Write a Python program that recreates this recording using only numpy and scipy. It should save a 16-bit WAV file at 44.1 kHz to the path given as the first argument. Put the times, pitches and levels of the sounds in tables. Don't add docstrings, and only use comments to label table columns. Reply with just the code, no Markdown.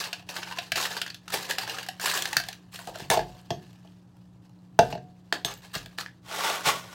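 import sys
import numpy as np
from scipy import signal
from scipy.fft import rfft, irfft, next_fast_len
from scipy.io import wavfile
from scipy.ndimage import uniform_filter1d, map_coordinates

SR = 44100
rng = np.random.default_rng(int(sys.argv[2]) if len(sys.argv) > 2 else 0)


def waveform_to_disk(signal):
    frames = np.transpose(np.atleast_2d(signal))
    scaled = np.clip(frames, -1, 1) * 32767
    samples = np.round(scaled).astype(np.int16)
    wavfile.write(sys.argv[1], SR, samples)


def magnitude_from_level(level_db):
    exponent = np.asarray(level_db, float) / 20
    return 10 ** exponent


N = 306043

# time in seconds, peak in dB, hollow
# knock in dB, strongest ring in Hz.
RAKED_BERRIES = [(.0403, -20, -32, 3530), (.1296, -14.5, -18, 2800), (.195, -36, -5, 2690),
                 (.2244, -42, -3, 2900), (.2897, -25, -17, 2750), (.3645, -19.5, -19, 1560),
                 (.4297, -20, -18, 1630), (.4724, -29.5, -4.5, 1430), (.5108, -26, -2, 1570),
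                 (.5232, -27, -3, 1620), (.5718, -29, -2, 1690), (.5856, -15.5, -7.5, 2660),
                 (.7192, -9.5, -15.5, 2920), (.7567, -17.5, -11, 2640), (.8534, -17, -26, 1790),
                 (.9392, -31, -10, 1570), (.9669, -19.5, -10, 1570), (1.0158, -10.5, -24.5, 3010),
                 (1.0637, -21.5, -26, 1650), (1.0774, -26.5, -27, 1660), (1.1017, -23.5, -27, 4500),
                 (1.1445, -26.5, -26, 3650),
                 (1.279, -28, -20.5, 1370), (1.3026, -28, -13, 1330), (1.5089, -14, -34, 2880),
              (1.5836, -14, -11.5, 1640), (1.6336, -24.5, -5, 1860), (1.6764, -22, -8, 1620),
              (1.696, -18.5, -14, 2830), (1.7448, -24.5, -12, 1260), (1.7848, -19.5, -16.5, 1640),
              (1.8292, -27, -33, 2820), (1.8637, -30, -14.5, 1630), (1.8866, -20, -3, 4330),
              (1.9974, -24, -12, 1570), (2.149, -22, -22.5, 1720), (2.1752, -13.5, -18.5, 2970),
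              (2.222, -15, -26, 3400), (2.255, -14, -16, 1730), (2.3296, -16, -7.5, 1850),
              (2.3675, -4.5, -26, 1680), (2.3996, -18, -10, 1630), (2.4373, -27.5, -13, 3600),
              (2.4859, -21, -9, 4800), (2.5284, -26.5, -33, 4000), (2.758, -27.5, -21, 3730),
              (2.7896, -30, -7, 1510), (2.8724, -30, 1, 2956), (2.8964, -39, 8, 1590),
              (2.9563, -28.5, 0, 1460), (2.9856, -34, -9, 3120)]
# time in seconds, peak in dB, hollow knock in dB,
# bright tick in dB, strongest ring in Hz.
CUP_HANDLED = [(3.1014, -6.5, -9.5, -9.5, 1830), (3.1725, -19.5, 5, -19.5, 3070),
               (3.1914, -22.5, .5, -18.5, 1670), (3.4144, -61, -5, 4, 1590), (3.5051, -18, -3, -25, 3300),
               (3.5222, -47, 18, -21, 4250), (3.7299, -47.5, -7, -11.5, 2880),
               (3.8477, -59, 10.5, -26, 1260), (3.8746, -43.5, -19, -24.5, 3160),
               (4.168, -55, -10, -9.5, 1370), (4.4944, -57, -3.5, -7, 1260), (4.6194, -60, -3.5, -11, 1270),
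               (4.79, -6.5, 3.5, -21, 1530), (4.926, -25, -.5, -38, 2650), (4.9522, -34.5, 5, -25, 1700),
               (4.9776, -39, 1, -32, 1630)]
# time in seconds, peak in dB, hollow knock in dB,
# bright tick in dB, strongest ring in Hz.
CUP_POKED = [(5.3254, -5, -17, -26, 1680), (5.448, -8, -22, -24, 3500), (5.539, -35, -17, -2.5, 4500),
             (5.621, -43, -19, -14, 3760), (5.649, -37, -15, -15, 1680), (5.679, -53.5, -22, -12, 3890),
             (5.7538, -19, -11.5, -23, 2830), (5.8601, -28, -18, -13, 3470),
             (5.9853, -14.5, -22.5, -18.5, 1720), (6.0616, -22.5, -35, -40.5, 1740),
             (6.3127, -28, -7.5, -21, 1390), (6.4995, -16.5, -11.5, -16, 1430),
             (6.6084, -24, -22, -15, 1460)]
# time in seconds, level in dB.
LOOSE_BERRIES = [(.04, -40), (.26, -64), (.44, -48), (.64, -47), (.7, -58), (.97, -42), (1.2, -72),
                 (1.42, -44), (1.76, -41), (1.97, -60), (2.22, -43), (2.5, -52), (2.68, -72), (3.65, -62),
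                 (4.1, -74), (5.25, -73), (5.88, -58), (6.2, -76)]
# start in seconds, rise in seconds, hold in seconds,
# level in dB, hollow part in dB.
STROKES = [(0, .002, .025, -33, -10), (.288, .004, .012, -41, -4), (.32, .04, .01, -39.5, -4),
           (.754, .004, .1, -27, -9), (.92, .02, .02, -47, -8), (1.278, .005, .03, -45, -5),
           (1.319, .004, .05, -31, -3), (1.48, .02, .008, -40, -5), (1.58, .005, .004, -35, -6),
           (1.998, .01, .05, -32, -8), (2.03, .03, .11, -28, -9), (2.245, .012, .025, -37, 0),
           (2.716, .01, .13, -47, -9), (2.87, .005, .025, -52, 14), (2.92, .04, .085, -46, 1),
           (3.106, .006, .04, -31, 7), (3.2, .01, .16, -59, 7), (4.82, .01, .09, -50, 0),
           (5.33, .004, .01, -43, -6), (5.453, .004, .06, -41, 0), (5.62, .01, .07, -57, -3),
           (5.732, .008, .025, -33, -12), (5.977, .01, .02, -34, -12), (6.33, .12, .12, -44, 3)]
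# time in seconds, pressure in dB.
SCRAPE = [
    (6.22, -72),
    (6.328, -38),
    (6.496, -31.5),
    (6.632, -46.5),
    (6.662, -27),
    (6.68, -25),
    (6.75, -39),
    (6.81, -49),
    (6.94, -53),
]
# time in seconds, level in dB,
# favoured pitch in Hz, loss in dB per octave away.
CLINKS = [(3.101, -28, 9700, 32), (3.102, -42, 12600, 90), (3.505, -47.5, 6374, 50),
          (3.506, -58, 12600, 30), (5.327, -56, 8300, 25), (5.448, -32, 6374, 18), (5.449, -37, 14095, 120),
          (5.538, -54, 6374, 30), (5.573, -53, 14095, 130), (5.735, -47, 8300, 45),
          (5.736, -48, 14095, 110)]
# time in seconds, peak in dB, slow sway in dB.
THUDS = [(0.728, -49, -63), (1.334, -49.5, -80), (2.368, -47, -53), (2.874, -60, -58), (3.02, -45, -77.5),
         (3.104, -39.5, -53), (3.178, -41.5, -45), (3.511, -37, -67), (4.792, -29.5, -44.5),
         (4.933, -40.5, -57.5), (5.449, -43, -57), (5.762, -43.5, -52), (6.669, -41, -74)]

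# center in Hz, width in Hz, level in dB.
TRAY = [(1130, 300, -16.5), (1687, 196, 3.5), (2800, 616, 1), (4330, 1390, 0), (6100, 2270, -8.5)]
# center in Hz, width in Hz, level in dB.
HEAP = [(370, 130, -3), (560, 170, -2), (720, 110, 1), (900, 200, -3)]
# center in Hz, width in Hz, level in dB.
SHEET = [(1940, 700, 3.5), (3440, 1000, 3.5), (5530, 1300, -1)]
# center in Hz, width in Hz, level in dB.
EMPTY_TRAY = [(630, 500, -4.5), (927, 76, 1.5), (1110, 52, 1.5), (1490, 67, -0.5)]
# center in Hz, width in Hz, level in dB.
CUP = [(355, 80, -9), (465, 40, -7), (630, 70, -4), (700, 35, 2), (730, 4, -1), (830, 70, -1)]
# center in Hz, width in Hz, level in dB.
COUNTER = [(90, 33, -25), (145, 42, 1.5), (285, 60, -3.5), (352, 20, -2)]
# pitch in Hz, time to fade by 60 dB in seconds.
STEEL = [(6374, .17), (7810, .11), (8570, .1), (8760, .1), (9959, .07), (12600, .2), (14095, .09)]
# frequency in Hz, level in dB.
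BRIGHT = [(4000, -20), (6500, 3.5), (8000, 3.5), (9500, -1.5), (13000, -2), (16000, -4.5), (17500, -47)]
# frequency in Hz, time to fade by 60 dB in seconds.
ROOM_FADE = [(150, 0.6), (700, 0.19), (3000, 0.21), (12000, .15)]
# frequency in Hz, rms level in dB.
HUM = [(120, -62), (180, -54.5), (300, -69)]
# frequency in Hz, level in dB per Hz.
AIR = [(15, -61.5), (30, -27.5), (49, -20), (92, -11.5), (115, -7), (150, -11.5), (212, -21), (320, -20),
       (439, -30), (936, -31), (1940, -47.5), (7710, -53.5), (16000, -65.5)]


def raked():
    s, db, knock_db, hz = np.array(RAKED_BERRIES).T[:, :, None]
    spot, flex = rng.standard_normal((len(s), 2)).T[:, :, None]
    note_hz = np.where(hz > 2200, 690, 990 - 95 * s) * np.exp(0.06 * flex)
    tick_db = -23 + 4 * s + 3 * spot

    def knock(at, gain, t, push):
        life_s = 0.0045
        swell = np.exp(-t / life_s) * (1 - np.exp(-t / 0.0045))
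        return lay(at, gain * magnitude_from_level(7.5) * swell * np.sin(2 * np.pi * note_hz * t))

    return contacts(s, db, knock_db, tick_db, hz, 0.0046, knock)


def dropped():
    s, db, knock_db, tick_db, hz = np.array(CUP_HANDLED + CUP_POKED).T[:, :, None]
    length_s = np.clip(0.004 + 0.0001 * knock_db, 1 / 2000, 1 / 50)
    cup = body(CUP)

    def hollow(f):
        return cup(f) / (1 + 1j * f / 1500) ** 2

    def knock(at, gain, t, push):
        shove = magnitude_from_level(12.5) * t / 0.00032 * np.exp(-t / 0.00019)
        return filtered(lay(at, gain * (shove + magnitude_from_level(3) * push(0.7))), hollow)

    return contacts(s, db, knock_db, tick_db, hz, length_s, knock)


def contacts(s, db, knock_db, tick_db, hz, length_s, knock):
    at = s[:, 0]
    t = np.arange(SR // 20) / SR

    def push(stretch):
        envelope = np.exp(-t / (stretch * length_s)) * (1 - np.exp(-t / (0.2 * length_s)))
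        return envelope * rng.standard_normal((len(s), len(t)))

    ring = magnitude_from_level(-4.5) * np.exp(-t * hz / 4) * np.sin(2 * np.pi * hz * t)
    clack = shifting(filtered(lay(at, magnitude_from_level(db - 4.5) * push(0.91)), body(TRAY)))
    clack = clack + lay(at, magnitude_from_level(db) * ring)
    tick = filtered(lay(at, magnitude_from_level(db + tick_db + 9) * push(0.3)), bright)
    return clack + tick + knock(at, magnitude_from_level(db + knock_db), t, push)


def rolling():
    tables = [layered(LOOSE_BERRIES, -4, -8)]
    tables += [stroke(*row) for row in STROKES]
    berries = rattle(tables, TRAY, HEAP, rate=800, spread_db=11.5, life=0.0042, rub=0.18,
                     cycles=3, grain_db=-4)
    scrape = rattle([layered(SCRAPE, 1.5, -7)], SHEET, EMPTY_TRAY, rate=2100, spread_db=12, life=0.0012,
                    rub=0.8, cycles=3.5, grain_db=-8)
    return shifting(berries) + scrape


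def stroke(start, rise, hold, db, hollow_db):
    top = start + rise
    end = top + hold
    end_db = db - 30 * hold
    curve = [(start, db - 18), (top, db), (end, end_db), (end + 40 / 420, end_db - 40)]
    bright_db = -7 + 1.8 * start if start < 2.8 else -7
    return layered(curve, hollow_db, bright_db)


def layered(curve, low_db, bright_db):
    return [(s, db, db + low_db, db + bright_db) for s, db in curve]


def rattle(tables, mid, low, rate, spread_db, life, rub, cycles, grain_db):
    gain, t = np.zeros((3, N)), np.arange(N) / SR
    for rows in tables:
        s, *levels = np.transpose(rows)
        span = (t >= s[0]) & (t <= s[-1])
        gain[:, span] += [magnitude_from_level(np.interp(t[span], s, db)) for db in levels]
    chance = rate / SR * magnitude_from_level(3 * wobble(40))
    hits = (rng.random(N) < chance) * magnitude_from_level(spread_db * rng.random(N))
    jolts = signal.fftconvolve(hits, np.exp(-np.arange(SR // 50) / SR / life))[:N]
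    jolts = unit(rub + abs(unit(jolts)))
    noise = np.zeros(N)
    for level, response in zip(gain, (body(mid), body(low), bright)):
        noise += filtered(level * jolts * rng.standard_normal(N), response)

    active = gain[0] > magnitude_from_level(-100)
    at = np.flatnonzero(hits * active)
    center, width, _ = np.array(mid)[rng.integers(len(mid), size=N)].T
    pitch = center + 0.39 * width * rng.standard_normal(N)
    hz = np.clip(pitch, 500, 9000)[at, None]
    turns = hz * np.arange(SR // 150) / SR
    grains = hits[at, None] * np.exp(-turns / cycles) * np.sin(2 * np.pi * turns)
    grains /= np.sqrt(np.sum(grains ** 2) / np.sum(active))
    return noise + magnitude_from_level(grain_db) * lay(at / SR, gain[0][at, None] * grains)


def shifting(x):
    z = signal.stft(x, nperseg=256)[2]
    field = uniform_filter1d(rng.standard_normal(z.shape), size=4, axis=0)
    field = uniform_filter1d(field, size=3, axis=1)
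    return signal.istft(z * magnitude_from_level(2.5 * unit(field) - 2.5), nperseg=256)[1][:N]


def bright(f):
    usual = np.sqrt(np.mean(magnitude_from_level(along(BRIGHT, np.arange(SR // 2))) ** 2))
    return magnitude_from_level(along(BRIGHT, f)) / usual


def body(modes):
    def shape(f):
        total = 0
        for k, (center, width, db) in enumerate(modes):
            damping = 1j * f * width
            total = total + (-1) ** k * magnitude_from_level(db) * damping / (center * center - f * f + damping)
        return total

    scale = np.sqrt(np.mean(abs(shape(np.arange(SR // 2) + 0.)) ** 2))
    return lambda f: shape(f) / scale


def spoon():
    s, db, favored, loss = np.array(CLINKS).T[:, :, None]
    hz, t60 = np.array(STEEL).T[:, :, None]
    t = np.arange(SR // 3) / SR
    modes = magnitude_from_level(-60 * t / t60) * np.sin(2 * np.pi * hz * t)
    strength = magnitude_from_level(db - loss * abs(np.log2(hz.T / favored)))
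    return lay(s[:, 0], strength @ modes)


def counter():
    s, db, sway_db = np.transpose(THUDS)
    t = np.arange(SR // 50) / SR / 0.0014
    push = magnitude_from_level(db + 8.5)[:, None] * t * np.exp(-t)
    slow = np.arange(SR // 4) / SR
    sway = np.exp(-slow / 0.05) * (1 - np.exp(-slow / 0.015)) * np.sin(2 * np.pi * 47 * slow)
    return filtered(lay(s, push), body(COUNTER)) + lay(s, magnitude_from_level(sway_db + 9.5)[:, None] * sway)


def kitchen(x):
    out, step = np.zeros(N + SR), SR // 3
    for at in range(0, N, step):
        hz, _, z = signal.stft(rng.standard_normal(SR // 2), SR, nperseg=256)
        t = _
        fade = magnitude_from_level(-60 * t / along(ROOM_FADE, hz)[:, None])
        tail = signal.istft(z * fade, SR, nperseg=256)[1]
        wet = signal.fftconvolve(x[at:at + step], tail / np.linalg.norm(tail))
        out[at + 200:][:len(wet)] += wet
    return out[:N]


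def refrigerator():
    t = np.arange(N) / SR
    tones = np.zeros(N)
    for hz, db in HUM:
        tones += np.sqrt(2) * magnitude_from_level(db + 1.7 * wobble(9.8)) * np.sin(2 * np.pi * hz * t)
    air = filtered(rng.standard_normal(N), lambda f: magnitude_from_level(along(AIR, f)))
    return tones + magnitude_from_level(-56.5) * unit(air)


def unit(x):
    return x / np.sqrt(np.mean(x ** 2) + 1e-20)


def along(points, hz):
    f, v = np.transpose(points)
    return np.interp(np.log(hz + 1), np.log(f + 1), v)


def wobble(rate):
    points = rng.standard_normal(int(N * rate / SR) + 4)
    return map_coordinates(points, [np.arange(N) * rate / SR])


def filtered(x, response):
    m = next_fast_len(N + SR // 2)
    return irfft(rfft(x, m) * response(np.fft.rfftfreq(m, 1 / SR)), m)[:N]


def lay(times, rows):
    start = np.round(np.asarray(times) * SR).astype(int)
    at = start[:, None] + np.arange(rows.shape[1])
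    return np.bincount(at.ravel(), rows.ravel(), N + SR)[:N]


def scene():
    def thin(f):
        return (1j * f / (170 + 1j * f)) ** 3

    near = filtered(raked() + dropped() + rolling(), thin) + spoon() + counter()
    return (near + magnitude_from_level(-8) * kitchen(near) + refrigerator())[None]


def low_pass(x):
    return signal.sosfilt(signal.butter(12, 16990, fs=SR, output="sos"), x)


def record(dry):
    def band(f):
        return np.where(f < 15900, 1, magnitude_from_level(-25)) * (1j * f / (36 + 1j * f)) ** 2

    return low_pass(filtered(dry[0], band)[None])


dry = scene()
out = record(dry)
waveform_to_disk(out)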